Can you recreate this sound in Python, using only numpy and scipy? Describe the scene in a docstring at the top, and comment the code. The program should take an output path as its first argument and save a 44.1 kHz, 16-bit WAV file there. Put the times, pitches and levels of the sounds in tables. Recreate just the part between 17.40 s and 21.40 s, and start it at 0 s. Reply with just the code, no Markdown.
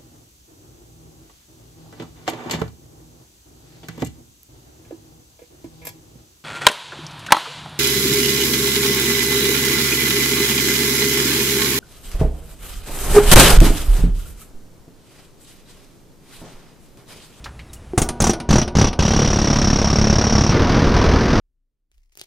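"""Under a car in a workshop yard, microphone on the ground, close to an air hammer.
Four short pulls of the trigger, then a long run. Each piston stroke blows a blast of air with a falling
whistle, then a return puff; around the short pulls the steel clanks. Late in the run the tool is pushed
up into the underbody: the whistle ends and the strokes become a faster, denser rattle."""
import sys
import numpy as np
from scipy import signal
from scipy.fft import rfft, irfft, next_fast_len
from scipy.io import wavfile
from scipy.ndimage import uniform_filter1d, minimum_filter1d, map_coordinates

SR = 44100
rng = np.random.default_rng(int(sys.argv[2]) if len(sys.argv) > 2 else 0)


def to_wav(s):
    """Save 16-bit WAV."""
    ch = np.atleast_2d(s).T  # columns
    pcm = np.round(np.clip(ch, -1, 1) * 32767)  # PCM
    wavfile.write(sys.argv[1], SR, pcm.astype(np.int16))


N = 176400
T = np.arange(N) / SR
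AGE = T[:SR // 4]  # time since a stroke began [s]
PRESSED_S = 3.11  # the tool is pushed into the underbody
RETURN_LAG_S, SCATTER_DB = 0.01067, 0.66  # piston's return; spread between strokes
# modes of the car's panels (frequency [Hz], level [dB], t60 [s])
PANELS = [(137.6, 0, 0.5), (237, 5.5, 0.43), (355, -6, 0.35), (705, -4.5, 0.55), (955, -7, 0.65),
          (1190, -4, .3), (1470, -9, .7)]


def long_run():
    """Times and levels of the piston's strokes while the trigger is held."""
    # piston speed (time [s], rate [strokes/s])
    rate = [(1.623, 36.1), (1.9, 35.6), (2.05, 35.15), (2.35, 34.85), (2.55, 35.55), (2.72, 35.1),
            (2.85, 35.55), (3.1, 35.75), (3.12, 39.6), (3.6, 41), (4, 41.4)]
    t = T[T >= rate[0][0]]
    cycles = np.cumsum(at(rate, t)) / SR
    times = np.interp(np.arange(int(cycles[-1]) + 1), cycles, t)
    return times, SCATTER_DB * rng.standard_normal(len(times))


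def exhaust(times, levels):
    """Each free stroke vents a blast and a return puff; both hiss and push the air under the car."""
    # strokes of the short pulls (time [s], blast [dB], return puff [dB], whistle [dB])
    pulls = [(0.5769, 1.5, -9, -13.5), (0.6169, -3, -25, -5), (0.8023, 1, 2.5, 2), (0.8404, 2.5, -5, 2.5),
             (.868, 2.5, -5, -4), (0.894, 1, -2.5, 3), (1.0894, -4, 11, -1), (1.1275, 2.5, 5, 1.5),
             (1.156, 3.5, -1, 0), (1.182, 3, -5, 3.5), (1.214, -9, -8, 1), (1.352, -1, 6, -3),
             (1.385, 4, 4, 3), (1.4124, 5.5, 3, 3), (1.4423, 3, -6, 0), (1.469, -2.5, -4.5, 0),
             (1.59, 1.5, 3.5, 0)]
    # spectra of blast, return puff and air leaking past the piston (frequency [Hz], density [dB])
    blast_spectrum = [(20, 4.5), (230, -3), (500, -14.5), (1100, -17), (2000, -20.5), (4300, -28.5),
                      (6500, -14), (9500, -20.5), (13000, -39)]
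    return_spectrum = [(20, 3.5), (280, -6.5), (550, -21), (1200, -17.5), (2200, -27.5), (4500, -23.5),
                       (7000, -14.5), (10000, -26), (15500, -28.5)]
    hiss_spectrum = [(1800, -34), (2900, 0.5), (4800, -7.5), (7500, -11)]
    # strength of the leak (time [s], level [dB])
    hiss_level = [(.6, -34), (1.6, -24), (2.5, -36.5)]
    # modes of the air under the car (frequency [Hz], level [dB], t60 [s])
    cavity = [(69.5, -6.5, 0.08), (151.4, 0.5, 0.042), (203.5, -3.5, 0.043)]
    # the whistle's settled pitch (time [s], frequency [Hz])
    whistle_pitch = [(.6, 6300), (.85, 5690), (1.65, 5665), (2.2, 5486)]
    held = [(t, db, db, db) for t, db in zip(times, levels)]
    s, blast_db, return_db, whistle_db = np.transpose(pulls + held)
    rested = np.diff(s, prepend=0) > .05  # after a rest: a later return and a higher whistle
    back = s + np.where(rested, .015, RETURN_LAG_S) + .0007 * rng.standard_normal(len(s))
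    blast = puffs(s + .00041, blast_db - 12.5, swell(attack_s=.0005, hold_s=.005, t60=.053),
                  blast_spectrum)
    puff = puffs(back, return_db - 16, swell(attack_s=.00019, hold_s=.0033, t60=.057), return_spectrum)
    leaks = np.concatenate([s, back]) + .0038
    hiss = puffs(leaks, at(hiss_level, leaks), swell(attack_s=.00054, hold_s=.0016, t60=.048),
                 hiss_spectrum)
    push = rings(s + .0016, blast_db - 13.5, cavity, detune=.082)
    push += rings(back, return_db - 11, cavity, detune=.044)
    whistle = whistles(s, whistle_db, at(whistle_pitch, s) + 496 * rested)
    air = shocks(s, blast_db) + blast + puff + hiss + push + whistle
    return air + rings(s, blast_db - 40, PANELS, detune=.0066)


def shocks(times, levels):
    """The exhaust port opens with a pop that falls in pitch: the hard front of each blast."""
    out, shape = np.zeros(N), swell(attack_s=.00043, hold_s=.00079, t60=.024)
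    fall_hz = 331 + 1127 * np.exp(-AGE / .0014)
    for s, db in zip(times, levels):
        pitch = fall_hz * (1 + .1 * rng.standard_normal())
        add(out, s - .0003, amp(db - 13) * shape * tone(pitch))
    return out


def whistles(times, levels, pitches):
    """A whistle drops onto its pitch with each blast, then lifts and wavers as the air runs out."""
    # the whistle lingering under the car (frequency [Hz], density [dB])
    echo_spectrum = [(4900, -38), (5800, -21), (6800, -42)]
    out, shape = np.zeros(N), swell(attack_s=.0004, hold_s=.0035, t60=.048)
    lift_s, lift_width_s = .0104, .00202
    drop_hz = 2530 * np.exp(-AGE / .000986)
    for s, db, hz in zip(times, levels, pitches):
        late, size = rng.standard_normal(2)
        wander = map_coordinates(rng.standard_normal(128), [AGE * 500])
        waver_hz = 90 * wander * np.minimum(AGE / lift_s, 1.5)
        lift_hz = 422 * np.exp(-((AGE - lift_s * (1 + .04 * late)) / lift_width_s) ** 2)
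        pitch = hz + drop_hz + lift_hz + waver_hz
        add(out, s + .0001, amp(db - 15 + SCATTER_DB * size) * shape * tone(pitch))
    add(out, 2.7, amp(-16) * chirp(5900, glide_hz_per_s=48000, length_s=.013))  # one upward squeak
    linger = swell(attack_s=.001, hold_s=.0027, t60=.14)
    return out + puffs(times + lift_s, levels - 28, linger, echo_spectrum)


def rattle(times, levels):
    """Pressed home, the chisel chatters unevenly, out and back, and each stroke shakes the underbody."""
    # spectra of the underbody's clatter and the chisel's chatter (frequency [Hz], density [dB])
    underbody = [(20, 2.5), (200, -3.5), (430, -8), (780, -18), (1000, -15), (1900, -24), (6000, -55)]
    chisel = [(400, -19), (1300, 4), (4200, -3), (6600, 4), (10000, -5.5), (14000, -8)]
    late, size = rng.standard_normal((len(times), 2)).T
    s = np.append(PRESSED_S, times - .00174 + .0011 * late)
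    db = np.append(-3, levels + 1.1 * size)
    clatter = puffs(s, db - 13.5, swell(attack_s=.00084, hold_s=.01, t60=.2), underbody)
    snap = swell(attack_s=.00025, hold_s=.0048, t60=.081)
    chatter = puffs(s, db - 22, snap, chisel) + puffs(s + RETURN_LAG_S, db - 27.5, snap, chisel)
    return clatter + chatter + rings(s, db - 35, PANELS, detune=.0053)


def clanks():
    """Steel meets steel: a bright crash, a short ring, a thud where the chisel bites; panels sing on."""
    # piston and chisel clanking (time [s], level [dB])
    hits = [(0.5794, -15.5), (0.6182, -19), (0.689, -19.5), (0.8233, -17.5), (0.934, -21), (1.001, -24.5),
            (1.216, -20.5), (1.278, -23), (1.53, -22.5)]
    # spectrum of the crash (frequency [Hz], density [dB])
    crash_spectrum = [(300, 8.5), (1200, -2), (4500, -7), (6300, -3.5), (8000, -10), (9800, -1),
                      (12000, -17), (16000, -36)]
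    # the chisel landing squarely on the work (time [s], level [dB])
    bites = [(.578, -5.5), (.842, -12), (.869, -22.5), (.896, -15)]
    # modes of the thud and of the steel (frequency [Hz], level [dB], t60 [s])
    thud_modes = [(123, -2, 0.06), (330, 3, 0.033), (736, -0.5, 0.033), (1106, -10.5, 0.034)]
    steel_modes = [(9010, 11, 0.021)]
    s, db = np.transpose(hits)
    crash = puffs(s, db, swell(attack_s=.00014, hold_s=.0029, t60=.066), crash_spectrum)
    thud = rings(*np.transpose(bites), thud_modes, detune=.026)
    steel = rings(s, db - 6, steel_modes, detune=.011)
    return crash + thud + steel + rings(s, db - 14.5, PANELS, detune=.0048)


def handling():
    """The tool ticks in the hand, then the trigger knocks dully as it is pressed."""
    # modes of the knock (frequency [Hz], level [dB], t60 [s])
    knock_modes = [(370, 3.5, 0.086), (700, -12, 0.036)]
    # handling ticks (time [s], level [dB], centre [Hz])
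    ticks = [(0.042, -35, 4470), (0.059, -30.5, 1290), (.192, -38.5, 2600), (0.332, -37, 8800)]
    out = rings([.535], [-18], knock_modes, detune=.0032)
    shape = swell(attack_s=.00011, hold_s=.0012, t60=.1)
    for s, db, hz in ticks:
        out += puffs([s], [db], shape, [(hz / 5, -14), (hz, 0), (hz * 6, -38)])
    return out


def yard(x):
    """Reflections off the ground, the car and the workshop walls, 5 ms behind the direct sound."""
    # reverberation of the yard (frequency [Hz], t60 [s])
    decay = [(100, 0.37), (600, 0.73), (2000, 0.22), (9000, 0.16)]
    hz, t, bands = signal.stft(rng.standard_normal(SR // 2), SR, nperseg=256)
    fade = amp(-60 * t / along(decay, hz)[:, None])
    tail = signal.istft(bands * fade, SR, nperseg=256)[1]
    return signal.fftconvolve(np.pad(x, (SR // 200, 0)), tail / np.linalg.norm(tail))[:N]


def background():
    """Yard ambience behind the tool: steady noise, a low hum and two faint chirps."""
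    # spectrum of the ambience (frequency [Hz], density [dB])
    ambience = [(70, 5), (600, -16.5), (2800, -27.5), (4300, -31.5), (10500, -35), (15000, -55)]
    # falling chirps (time [s], starting pitch [Hz])
    chirps = [(.292, 3930), (0.359, 3000)]
    hum = amp(-41) * np.sin(2 * np.pi * 62.7 * T)
    out = amp(-39.5) * noise(ambience) + hum
    for s, hz in chirps:
        add(out, s, amp(-49.5) * chirp(hz, glide_hz_per_s=-12000, length_s=.02))
    return out


def puffs(times, levels, shape, spectrum):
    """A burst of coloured noise at each time; overlapping bursts add in power."""
    power = np.zeros(N)
    for s, db in zip(times, levels):
        add(power, s, (amp(db) * shape) ** 2)
    return np.sqrt(power) * noise(spectrum)


def rings(times, levels, modes, detune):
    """Each blow rings the modes anew, a little different in level and pitch."""
    out, t = np.zeros(N), T[:SR // 3]
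    hz, mode_db, t60 = np.transpose(modes)[..., None]
    fade = amp(mode_db - 60 * t / t60)
    for s, db in zip(times, levels):
        size, bend = rng.standard_normal((2, len(modes), 1))
        phase = 2 * np.pi * hz * (1 + detune * bend) * t
        add(out, s, (amp(db + .92 * size) * fade * np.sin(phase)).sum(0))
    return out


def chirp(hz, glide_hz_per_s, length_s):
    """A short gliding tone."""
    t = T[T < length_s]
    return np.sin(np.pi * t / length_s) * np.sin(2 * np.pi * (hz + glide_hz_per_s * t / 2) * t)


def tone(hz):
    """A sine that follows a pitch curve."""
    return np.sin(2 * np.pi * np.cumsum(hz) / SR)


def swell(attack_s, hold_s, t60):
    """An envelope of attack, hold and release."""
    return (1 - np.exp(-AGE / attack_s)) * amp(-60 * np.maximum(AGE - hold_s, 0) / t60)


def noise(spectrum):
    """Coloured noise of rms 1."""
    x = filtered(rng.standard_normal(N), lambda hz: amp(along(spectrum, hz)))
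    return x / np.sqrt(np.mean(x ** 2) + 1e-20)


def filtered(x, response):
    """x through a frequency response."""
    size = next_fast_len(N + SR // 2)
    return irfft(rfft(x, size) * response(np.fft.rfftfreq(size, 1 / SR)), size)[..., :N]


def add(track, s, sound):
    """Mix a sound in at time s."""
    part = track[max(round(s * SR), 0):][:len(sound)]
    part += sound[:len(part)]


def along(points, hz):
    """A curve read on a log frequency axis."""
    knots_hz, values = np.transpose(points)
    return np.interp(np.log(hz + 1), np.log(knots_hz + 1), values)


def at(points, s):
    """A control curve read at times s."""
    return np.interp(s, *np.transpose(points))


def amp(db):
    """Decibels to amplitude."""
    return 10 ** (np.asarray(db) / 20)


def scene():
    """The hammer close up, its echo and the quiet yard, in mono on both channels."""
    times, levels = long_run()
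    free = times < PRESSED_S
    tool = exhaust(times[free], levels[free]) + rattle(times[~free], levels[~free])
    tool += clanks() + handling()
    mono = tool + amp(-13.5) * yard(tool) + background()
    return np.array([mono, mono])


def record(dry):
    """The treble dulls as the hammering goes on, its top edge twice as much; a limiter catches peaks."""
    # gain of each of the two treble shelves (time [s], gain [dB])
    treble = [(.65, 0.5), (.85, -6), (1.1, -15), (1.4, -19.5), (3, -24.5)]
    low_cut_hz, shelves_hz, top_hz = 15, (6030, 13000), 15900
    x = filtered(dry, lambda hz: 1j * hz / (1j * hz + low_cut_hz))
    for corner in shelves_hz:
        low = filtered(x, lambda hz: 1 / (1 + (hz / corner) ** 24))
        x = low + amp(at(treble, T)) * (x - low)
    ceiling, width = .9, int(.003 * SR)
    needed_gain = ceiling / np.maximum(np.abs(x), ceiling)
    gain = uniform_filter1d(minimum_filter1d(needed_gain, width), width)
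    return filtered(x * gain, lambda hz: hz < top_hz)


dry = scene()
out = record(dry)
to_wav(out)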